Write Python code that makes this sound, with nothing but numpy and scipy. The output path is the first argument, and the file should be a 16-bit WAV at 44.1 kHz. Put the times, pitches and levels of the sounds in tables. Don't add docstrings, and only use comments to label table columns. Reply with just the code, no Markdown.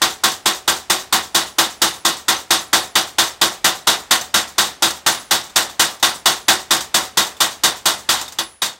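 import sys
import numpy as np
from scipy import signal
from scipy.fft import rfft, irfft
from scipy.io import wavfile

SR = 44100
rng = np.random.default_rng(int(sys.argv[2]) if len(sys.argv) > 2 else 0)


def store_wav(level_fs):
    pcm = np.round(np.clip(np.atleast_2d(level_fs), -1, 1) * 32767)
    wavfile.write(sys.argv[1], SR, pcm.T.astype(np.int16))


N = 387633


def from_db(db):
    return 10 ** (np.asarray(db) / 20)


def rms_one(x):
    return x / np.sqrt(np.mean(x ** 2) + 1e-20)


def at_hz(points, hz):
    table_hz, values = np.transpose(points)
    return np.interp(np.log(np.maximum(hz, 1)), np.log(table_hz), values)


def ring(clicks, hz, t60):
    radius = from_db(-60 / (t60 * SR))
    angle = 2 * np.pi * hz / SR
    return signal.lfilter([0, np.sin(angle)], [1, -2 * radius * np.cos(angle), radius ** 2], clicks + 1e-18)


def strikes(times, gains):
    out = np.zeros(N)
    out[np.round(np.asarray(times) * SR).astype(int)] = gains
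    return out


def coloured(x, spectrum, peaks=()):
    hz = np.arange(N // 2 + 1) * SR / N
    shape_db = at_hz(spectrum, hz)
    for centre_hz, width_hz, lift_db in peaks:
        shape_db = shape_db + lift_db / (1 + (2 * (hz - centre_hz) / width_hz) ** 2)
    return rms_one(irfft(rfft(x) * from_db(shape_db), N))


def grit(per_s, spread_db):
    size_db = spread_db * np.minimum(rng.exponential(1, N), 5)
    sizes = from_db(size_db) * rng.standard_normal(N)
    return sizes * (rng.random(N) < per_s / SR)


def dying(times, levels_db, t60s, rise_s):
    power = np.zeros(N)
    for start_s, level_db, t60 in zip(times, levels_db, t60s):
        start = min(round(start_s * SR), N)
        age = np.arange(min(N - start, SR // 2)) / SR
        envelope = from_db(level_db - 60 * age / t60) * (1 - np.exp(-age / rise_s))
        power[start:start + len(age)] += envelope ** 2
    return np.sqrt(power)


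def drift(rate_hz):
    pole = np.exp(-80 * np.pi * rate_hz / SR)
    noise = rng.standard_normal(N // 40 + 2002)
    slow = signal.lfilter([1], [1, -2 * pole, pole ** 2], noise)[2000:]
    return np.interp(np.arange(N) / 40, np.arange(len(slow)), rms_one(slow))


# (per Hz, relative)
MOTOR_COLOUR = [(40, -2), (200, -13), (900, -9), (2300, -12), (3600, -14.5), (8000, -20.5), (12000, -30),
                (16000, -42)]
# time_s, level_db
MOTOR_LEVEL = [(0, -47), (4, -47.5), (8.3, -46), (8.5, -47.5), (8.79, -73)]


def motor():
    level_db = np.interp(np.arange(N) / SR, *np.transpose(MOTOR_LEVEL))
    noise = coloured(rng.standard_normal(N), MOTOR_COLOUR)
    return from_db(level_db + 0.5 * drift(3.2)) * noise


# start_s, clatter_db, tone_db, rattle_delay_s
BLOWS = [(0.0165, -5.5, -41.5, .077), (0.2362, -5.5, -38, 0.075), (0.457, -6.5, -48.5, 0.083),
         (0.677, -6.5, -44, 0.078), (0.8985, -6.5, -55.5, .083), (1.1251, -5, -39.5, .097),
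         (1.3463, -6, -33, .11), (1.5838, -5, -33.5, .11), (1.8169, -5, -31, .12),
         (2.0495, -6.5, -42.5, 0.12), (2.2821, -6, -46.5, 0.094), (2.5057, -4.5, -34.5, 0.091),
         (2.7297, -4.5, -29.5, .092), (2.954, -6, -45, 0.11), (3.1833, -5.5, -44, 0.074),
         (3.4137, -5, -42.5, .1), (3.6434, -4, -41, 0.1), (3.8704, -4, -41.5, .11),
         (4.1085, -4.5, -45.5, 0.12), (4.3408, -5.5, -41, 0.13), (4.581, -5.5, -42, 0.069),
         (4.822, -6, -45.5, .12), (5.0626, -6, -29, .13), (5.309, -7, -44.5, 0.12),
         (5.5585, -5.5, -58.5, .13), (5.7944, -4.5, -36.5, 0.1), (6.0267, -4.5, -29, .11),
         (6.2568, -4, -30, .1), (6.482, -3, -48.5, 0.11), (6.707, -5.5, -44.5, 0.11),
         (6.9428, -5.5, -47.5, 0.079), (7.1714, -5.5, -39.5, .081), (7.4034, -5.5, -41.5, .098),
         (7.6351, -4.5, -43.5, 0.12), (7.8559, -5.5, -32.5, .12), (8.089, -7.5, -45, 0.1),
         (8.3855, -12.5, -30.5, .1), (8.6184, -13, -53.5, .085)]
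# time_s, below_db
FRAME_BELOW = [(0, 22.5), (1.3, 23), (2.1, 23), (4.8, 23.5), (6.3, 25.5), (6.9, 23), (7.3, 25.5),
               (7.9, 24.5), (8.6, 28.5)]
LIGHT_BELOW_DB = -9.5
USUAL_STROKE_S, USUAL_T60_S, T60_PER_STROKE = .23, .3, 1.37
USUAL_DELAY_S, RATTLE_DB, RATTLE_LOSS_DB_PER_S, LIGHT_RATTLE_DB = .1, -26, 141, -44


def blows():
    start_s, clatter_db, tone_db, delay_s = np.transpose(BLOWS)
    light = clatter_db < LIGHT_BELOW_DB
    stroke_s = np.append(np.diff(start_s), USUAL_STROKE_S)
    t60 = USUAL_T60_S + T60_PER_STROKE * (stroke_s - USUAL_STROKE_S)
    t60[light] = [die_t60 for die_t60, _, _ in BARE_DIES]
    rattle_db = RATTLE_DB - RATTLE_LOSS_DB_PER_S * (delay_s - USUAL_DELAY_S)
    rattle_db = np.where(light, LIGHT_RATTLE_DB, rattle_db)
    frame_db = clatter_db - np.interp(start_s, *np.transpose(FRAME_BELOW))
    return start_s, frame_db, clatter_db, t60, tone_db, delay_s, rattle_db


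def contact():
    start_s, frame_db, clatter_db = blows()[:3]
    crack_db = clatter_db - 10 + 0.32 * (clatter_db - frame_db - 19.5)
    envelope = dying(start_s, crack_db, np.full(len(start_s), .05), rise_s=0.00059)
    crack = coloured(rng.standard_normal(N), SPRING_COLOUR, STEEL) * envelope
    thud = ring(strikes(start_s - .003, from_db(frame_db - 3.5)), 860, 0.057)
    return crack + thud


# pitch_hz, level_db (against the blow's frame level), t60_s
FRAME_MODES = [(74.2, -15.5, 0.57), (151.3, -10, 0.19), (198.7, -9, 0.3), (249.2, -2, 0.24),
               (333, 4.5, 0.16), (372.7, 0.5, 0.35), (433.3, -7.5, 0.52), (538, -13, 0.37),
               (632, -17, 0.49), (670, -17.5, 0.35), (703, -13, 0.6), (753, -14, 0.46), (770, 1.5, 0.23),
               (869, -5.5, 0.11), (953, -15, 0.22), (926, 1, 0.13), (1020, -16.5, 0.1), (1090, 4, 0.17),
               (1031, 3, 0.18), (1147, -0.5, 0.19), (1190, -9, 0.2), (1322, -8.5, 0.38), (1334, -8, 0.3),
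               (1406, 3, 0.067), (1568, 0, 0.3), (1860, -8.5, 0.37), (2006, -10.5, 0.2), (3620, -5, 0.18),
               (3626, -13.5, 0.33)]
# delay_s, level_db
ECHOES = [(.007, -7.5), (0.0173, -2), (.0265, -8), (.045, -9.5)]


def frame():
    start_s, frame_db = blows()[:2]
    chance = rng.standard_normal((len(start_s), len(FRAME_MODES)))
    direct = np.zeros(N)
    for k, (hz, level_db, t60) in enumerate(FRAME_MODES):
        gains = from_db(frame_db + level_db + 2.57 * chance[:, k])
        direct += (-1) ** k * ring(strikes(start_s, gains), hz, t60)
    out = direct.copy()
    for delay_s, echo_db in ECHOES:
        lag = round(delay_s * SR)
        out[lag:] += from_db(echo_db) * direct[:-lag]
    return out


# (per Hz, relative)
CLATTER_COLOUR = [(40, -23.5), (120, -15), (400, -13.5), (900, -1), (1450, -3), (2250, -9.5), (3600, -3),
                  (5500, -4), (8300, -6), (9600, -12), (13000, -13.5), (16000, -15)]
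# hz, t60_share (of the blow's clatter t60)
FADING = [(60, 1.24), (250, 1.51), (1000, 1), (3000, 0.89), (7000, 0.81), (13000, 0.62)]
# hz, share (0-1)
ALIKE = [(100, .75), (1000, .55), (2200, .4), (4000, .4), (8000, .1)]


def clatter():
    start_s, _, clatter_db, t60 = blows()[:4]
    spectrum = rfft(coloured(grit(per_s=20000, spread_db=0.57), CLATTER_COLOUR, STEEL))
    octave = np.log2(np.maximum(np.arange(len(spectrum)) * SR / N, 1))
    starts = np.round(np.append(0, start_s) * SR).astype(int)
    latest = np.searchsorted(starts, np.arange(N), "right") - 1
    since_blow = np.arange(N) - starts[latest]
    out = np.zeros(N)
    for centre in range(6, 15):
        centre_hz = 2 ** centre
        share = np.cos(np.pi / 2 * np.clip(octave - centre, -1, 1)) ** 2
        band = irfft(spectrum * share, N)
        alike = at_hz(ALIKE, centre_hz)
        band = alike * band[since_blow] + np.sqrt(1 - alike ** 2) * band[::-1]
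        rise_s = 0.0026 + 0.11 / centre_hz
        envelope = dying(start_s, clatter_db, t60 * at_hz(FADING, centre_hz), rise_s)
        out += band * from_db(drift(17)) * envelope
    return out


# pitch_hz, width_hz, lift_db
STEEL = [(1940, 410, 5.5), (2477, 62, 3.5), (2910, 56, 5.5), (3305, 310, 3), (3570, 120, 5.5),
         (3757, 43, 7), (3890, 100, 3.5), (4640, 37, 2.5), (4500, 30, 3.5), (6140, 48, 3), (7350, 40, 1.5),
         (7420, 80, -1), (8910, 560, 3.5), (11980, 260, 6.5)]


def dies():
    out = np.zeros(N + SR)
    age = np.arange(SR // 4) / SR
    envelope = from_db(-60 * age / 0.18) * (1 - np.exp(-age / 0.0017))
    hz, _, lift_db = np.transpose(STEEL)
    chance = rng.standard_normal((len(BLOWS), 2, len(STEEL)))
    for start_s, frame_db, clatter_db, (uneven, detune) in zip(*blows()[:3], chance):
        hardness_db = 1.03 * (clatter_db - frame_db - 21.5)
        level_db = clatter_db + hardness_db + at_hz(CLATTER_COLOUR, hz) + lift_db - 20.5 + 2 * uneven
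        gains = from_db(level_db) * np.sign(detune)
        modes = gains @ np.sin(2 * np.pi * np.outer(hz * (1 + .004 * detune), age))
        start = round(start_s * SR)
        out[start:start + len(age)] += modes * envelope
    return out[:N]


def clinks():
    start_s, _, clatter_db, t60 = blows()[:4]
    shake = dying(start_s, clatter_db - 16.5, 1.1 * t60, rise_s=.03)
    hits = grit(per_s=400, spread_db=1.2) * shake
    pitches_hz = np.geomspace(3400, 8800, 22)
    dealt = rng.integers(0, 22, N)
    return sum(ring(hits * (dealt == k), hz, .04) for k, hz in enumerate(pitches_hz))


TONE_HZ, LIGHT_TONE_HZ, TONE_T60_S = 9938, 10010, 0.52


def high_tone():
    out = np.zeros(N)
    waver = drift(18)
    start_s, _, clatter_db, _, tone_db, _, _ = blows()
    edges = [round(s * SR) for s in start_s] + [N]
    detune = rng.standard_normal(len(BLOWS))
    for k, (start, stop) in enumerate(zip(edges, edges[1:])):
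        light = clatter_db[k] < LIGHT_BELOW_DB
        hz = LIGHT_TONE_HZ if light else TONE_HZ + 10 * detune[k]
        age = np.arange(stop - start) / SR
        waver_db = waver[start:stop] * (1 if light else 4)
        envelope = from_db(tone_db[k] + waver_db - 60 * age / TONE_T60_S) * (1 - np.exp(-age / 0.026))
        out[start:stop] = envelope * np.sin(2 * np.pi * hz * age)
    return out


# (per Hz, relative)
SPRING_COLOUR = [(300, -3), (1000, 10.5), (2300, -5), (3700, 4), (7500, 7.5), (10000, -3.5), (15500, -4)]


def spring():
    start_s, *_, delay_s, rattle_db = blows()
    leaves = coloured(grit(per_s=15000, spread_db=-1.8), SPRING_COLOUR, STEEL)
    return leaves * dying(start_s + delay_s, rattle_db, np.full(len(start_s), .22), rise_s=0.011)


# start_s, ping_db, pitch_hz, crack_db
KNOCKS = [(0.3174, -22, 6160, -24), (1.0114, -35, 3890, -37.5), (1.9374, -33, 3570, -34),
          (2.1674, -33, 7890, -30), (2.3664, -20, 6170, -40.5), (2.5924, -21, 6230, -36.5),
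          (2.8454, -32, 3900, -35), (3.2817, -21, 6140, -44), (4.2111, -19, 6160, -21.5),
          (4.4774, -40, 4500, -35), (4.6174, -23, 3590, -20.5), (4.9044, -28, 4390, -21),
          (5.1464, -31, 6560, -24.5), (5.3534, -17, 3754, -22), (5.497, -35, 3600, -39),
          (5.6264, -25, 3403, -24), (5.6979, -31, 3570, -36), (5.9973, -44, 3770, -37),
          (6.1564, -30, 8050, -33.5), (6.8067, -21, 6060, -20), (7.2694, -26, 6160, -35.5),
          (7.3672, -35, 3540, -38), (8.1524, -26, 4000, -36.5), (8.1914, -27, 7090, -36),
          (8.2126, -37, 7140, -21), (8.28, -25, 3680, -29.5), (8.322, -35, 6000, -30),
          (8.6594, -18, 3630, -22), (8.6964, -25, 3720, -48)]


def knocks():
    start_s, _, _, crack_db = np.transpose(KNOCKS)
    pings = sum(ring(strikes([at], [from_db(ping_db)]), hz, .05) for at, ping_db, hz, _ in KNOCKS)
    snap = dying(start_s, crack_db, np.full(len(start_s), .04), rise_s=.0006)
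    tail = dying(start_s, crack_db - 5.5, np.full(len(start_s), .18), rise_s=0.0035)
    return pings + coloured(rng.standard_normal(N), SPRING_COLOUR, STEEL) * (snap + tail)


# clatter_t60_s, ring_db, pitch_hz
BARE_DIES = [(.21, -12, 3370), (.3, -11.5, 3800)]


def bare_dies():
    start_s, _, clatter_db = blows()[:3]
    times = start_s[clatter_db < LIGHT_BELOW_DB] + .0017
    out = np.zeros(N)
    for at, (_, ring_db, hz) in zip(times, BARE_DIES):
        out += ring(strikes([at], [from_db(ring_db)]), hz, 0.053)
    return out


def scene():
    hammer = contact() + frame() + clatter() + dies() + clinks() + high_tone() + bare_dies()
    return (motor() + hammer + spring() + knocks())[None]


def record(dry):
    rounded = .85 * np.tanh(dry / .85)
    thin = signal.sosfilt(signal.butter(3, 50, "high", fs=SR, output="sos"), rounded)
    return signal.sosfilt(signal.ellip(14, .3, 85, 15800, fs=SR, output="sos"), thin)


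dry = scene()
out = record(dry)
store_wav(out)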